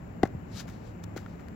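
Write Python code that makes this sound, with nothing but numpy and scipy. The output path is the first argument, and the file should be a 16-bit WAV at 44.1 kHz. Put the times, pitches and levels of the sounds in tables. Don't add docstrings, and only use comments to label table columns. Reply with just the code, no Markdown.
import sys
import numpy as np
from scipy import signal
from scipy.fft import rfft, irfft, next_fast_len
from scipy.io import wavfile

SR = 44100
rng = np.random.default_rng(int(sys.argv[2]) if len(sys.argv) > 2 else 0)


def dump_mix(stems):
    frames = np.atleast_2d(stems).T
    limited = np.clip(frames, -1, 1)
    pcm = np.round(limited * 32767).astype(np.int16)
    wavfile.write(sys.argv[1], SR, pcm)


N = 68355
T = np.arange(N) / SR
PADDED = 2 * next_fast_len(N)
HZ = np.maximum(np.arange(PADDED // 2 + 1) * SR / PADDED, 1)


def from_db(db):
    return 10 ** (np.asarray(db) / 20)


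def unit_rms(x):
    return x / np.sqrt(np.mean(x ** 2) + 1e-20)


def curve(points):
    hz, value = np.transpose(points)
    return np.interp(np.log(HZ), np.log(hz), value)


def eq(x, db):
    cepstrum = irfft(np.log(from_db(db)))
    cepstrum[1:PADDED // 2] *= 2
    cepstrum[PADDED // 2 + 1:] = 0
    return irfft(rfft(x, PADDED) * np.exp(rfft(cepstrum)))[..., :N]


def butter(x, hz, kind, order=2):
    return signal.sosfilt(signal.butter(order, hz, kind, fs=SR, output="sos"), x + 1e-18)


def ring(x, modes):
    out = 0
    for hz, db, t60 in modes:
        radius = np.exp(-np.log(1000) / (t60 * SR))
        angle = 2 * np.pi * hz / SR
        feedback = [1, -2 * radius * np.cos(angle), radius ** 2]
        out = out + from_db(db) * signal.lfilter([0, np.sin(angle)], feedback, x + 1e-18)
    return out


def swell(peak_s, rise, fall):
    return np.exp(-np.maximum((peak_s - T) / rise, (T - peak_s) / fall))


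def pan(pair, balance):
    lean_db = curve(balance)
    right_db = -20 * np.log10((1 + from_db(lean_db)) / 2)
    return np.array([eq(pair[0], right_db + lean_db), eq(pair[1], right_db)])


# (frequency [Hz], left-right correlation [-1..1])
AMBIENCE_CORRELATION = [(60, 1), (130, 0.91), (290, 0.72), (640, -0.34), (1400, -0.18), (3100, 0.17),
                        (15000, -0.21)]
def diffuse(spectrum):
    alike = np.clip(curve(AMBIENCE_CORRELATION), -.99, .99)
    mid = eq(rng.standard_normal(N), curve(spectrum) + 10 * np.log10(1 + alike))
    side = eq(rng.standard_normal(N), curve(spectrum) + 10 * np.log10(1 - alike))
    return np.array([mid + side, mid - side]) / np.std(mid)


# (frequency [Hz], relative level [dB])
TRAFFIC_EQ = [(12, -41), (20, -31), (43, -9), (107, -1.5), (144, -6.5), (177, -3.5), (275, -9),
              (369, -14.5), (573, -17.5), (721, -19.5), (784, -20), (1070, -25.5), (3000, -34), (3900, -66),
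              (6600, -120)]
# (frequency [Hz], width [Hz], level [dB])
TRAFFIC_DRONES = [(102.1, 7.3, -51), (172.93, 5.6, -52)]
def traffic():
    rumble = from_db(-43) * butter(diffuse(TRAFFIC_EQ), hz=2560, kind="low", order=4)
    for hz, width_hz, db in TRAFFIC_DRONES:
        resonance = 1 / (1 + (2 * (HZ - hz) / width_hz) ** 2)
        drone = irfft(rfft(rng.standard_normal(PADDED)) * resonance)[:N]
        rumble = rumble + from_db(db) * unit_rms(drone)
    return rumble


# (frequency [Hz], relative level [dB])
HISS_EQ = [(1000, -3), (3000, -5), (6300, -9.5), (7000, -5.5), (7400, 0.5), (8200, -27), (9700, -23.5),
           (11000, -14), (16000, -7)]
# (frequency [Hz], left minus right [dB])
AMBIENCE_PAN = [(60, -1.5), (200, 1.5), (380, -0.5), (700, 7.5), (2400, 7), (4400, 9.5), (7500, 16),
                (10000, -6.5), (15000, 1)]
def ambience():
    return pan(traffic() + from_db(-70.5) * diffuse(HISS_EQ), AMBIENCE_PAN)


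def court_reverb(x, level_db=-25.5, t60_s=0.49, predelay_s=0.018, top_hz=5000):
    tail = rng.standard_normal((2, N)) * (T > predelay_s) * np.exp(-np.log(1000) * T / t60_s)
    tail /= np.sqrt(np.sum(tail ** 2) / 2)
    tail = butter(tail, top_hz, "low", order=1)
    return from_db(level_db) * irfft(rfft(x, PADDED) * rfft(tail, PADDED))[:, :N]


# (peak time [s], level [dB], rise [s], fall [s])
SWISH_CUES = [(0.574, -45.5, .027, 0.029), (0.601, -42, .016, 0.0093), (0.735, -63.5, 0.022, .05),
              (0.875, -63.5, 0.058, 0.036), (1.30, -69, 0.094, 0.089)]
# (frequency [Hz], relative level [dB])
SWISH_EQ = [(300, -21), (1300, -1), (2700, -4.5), (4000, 0), (5500, -2), (7400, -6), (8500, -13),
            (11500, -12.5), (13000, -21), (16000, -26)]
def swishes():
    power = sum((from_db(db) * swell(s, rise, fall)) ** 2 for s, db, rise, fall in SWISH_CUES)
    friction = unit_rms(eq(rng.standard_normal(N), curve(SWISH_EQ)))
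    return np.sqrt(power) * friction


def grains(spectrum, per_second=9000, spread_db=5.5):
    sizes = from_db(spread_db * np.minimum(rng.exponential(1, N), 4))
    signs = rng.choice([-1, 1], N)
    hits = rng.random(N) < per_second / SR
    return unit_rms(eq(sizes * signs * hits, curve(spectrum)))


# (peak time [s], level [dB], rise [s], fall [s], edge gain [dB])
SCUFF_CUES = [(0.2317, -32, 0.00048, 0.0043, -20), (0.2575, -41, 0.0063, 0.0057, -12),
              (0.274, -60, .0004, .001, 7), (0.606, -46, .006, 0.01, -2), (0.68, -53.5, 0.0038, 0.027, 0.5),
              (1.041, -49.5, .003, 0.0018, 4.5), (1.1632, -51.5, 0.00076, 0.013, 1),
              (1.177, -47, 0.0047, 0.0049, -1.5), (1.194, -65, 0.0066, 0.039, 1),
              (1.2623, -58, .0004, .002, -10), (1.399, -57.5, 0.0056, 0.03, -8.5),
              (1.485, -43, 0.00027, 0.0007, -3.5)]
# (frequency [Hz], relative level [dB])
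GRIT_BODY_EQ = [(200, 4), (500, -4.5), (1400, 9.5), (2100, 4), (3000, -17), (8000, -23), (16000, -49)]
# (frequency [Hz], relative level [dB])
GRIT_EDGE_EQ = [(500, -34), (2000, 3.5), (3500, 4.5), (5000, 3), (7300, 2.5), (8500, -6.5), (11000, -4.5),
                (16000, -6.5)]
def scuffs(body_db=1):
    body = from_db(body_db) * grains(GRIT_BODY_EQ)
    edge = grains(GRIT_EDGE_EQ)
    return sum(from_db(db) * swell(s, rise, fall) * (body + from_db(edge_db) * edge)
               for s, db, rise, fall, edge_db in SCUFF_CUES)


# (time [s], level [dB])
TAP_CUES = [(1.2622, -36), (1.3964, -44.5)]
# (frequency [Hz], gain [dB], 60 dB decay time [s])
BAG_MODES = [(1415, -1, 0.018), (1800, -3.5, 0.0076), (3100, -18, 0.0061)]
def taps():
    clicks = np.zeros(N)
    for s, db in TAP_CUES:
        clicks[int(s * SR)] = from_db(db)
    return ring(clicks, BAG_MODES)


# (time [s], level [dB], hardness [Hz])
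SLAP_CUES = [(0.2326, -14, 1840), (0.2351, -14, 1190), (0.2378, -21, 610), (0.2543, -29.5, 600),
             (1.1641, -32.5, 1190), (1.175, -42, 1800)]
# (frequency [Hz], gain [dB], 60 dB decay time [s])
SHOE_MODES = [(800, -23.5, 0.021), (1110, -39.5, 0.025), (2030, -25.5, 0.015)]
def slaps(low_cut_hz=188):
    push = 0
    for s, db, hardness_hz in SLAP_CUES:
        age = 2 * np.pi * hardness_hz * np.maximum(T - s, 0)
        push = push - from_db(db) * age * np.exp(1 - age)
    return butter(push, low_cut_hz, "high", order=1) + ring(push, SHOE_MODES)


# (time [s], level [dB], start pitch [Hz], pitch fall [s], decay [s])
THUD_CUES = [(0.2346, -7, 466, 0.0045, .0042), (0.3497, -23, 217, 0.0058, 0.013),
             (1.163, -24.5, 510, 0.0072, 0.0058)]
def thuds(rest_hz=74.4, attack_s=0.0007):
    out = 0
    for s, db, start_hz, fall, decay in THUD_CUES:
        t = np.maximum(T - s, 0)
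        cycles = rest_hz * t + (start_hz - rest_hz) * fall * (1 - np.exp(-t / fall))
        envelope = (1 - np.exp(-t / attack_s)) * np.exp(-t / decay)
        out = out - from_db(db) * envelope * np.sin(2 * np.pi * cycles)
    return out


# (frequency [Hz], left minus right [dB])
PLAYER_PAN = [(80, 0.5), (200, 0), (380, 5), (700, 6), (2300, 6.5), (4400, 16.5), (7200, 16.5), (8500, 7),
              (10500, -6.5), (15000, -7)]
def scene():
    player = thuds() + slaps() + taps() + scuffs() + swishes()
    return pan(player + court_reverb(player), PLAYER_PAN) + ambience()


def record(dry, top_hz=15900):
    return signal.sosfilt(signal.ellip(10, .1, 80, top_hz, fs=SR, output="sos"), dry)


dry = scene()
out = record(dry)
dump_mix(out)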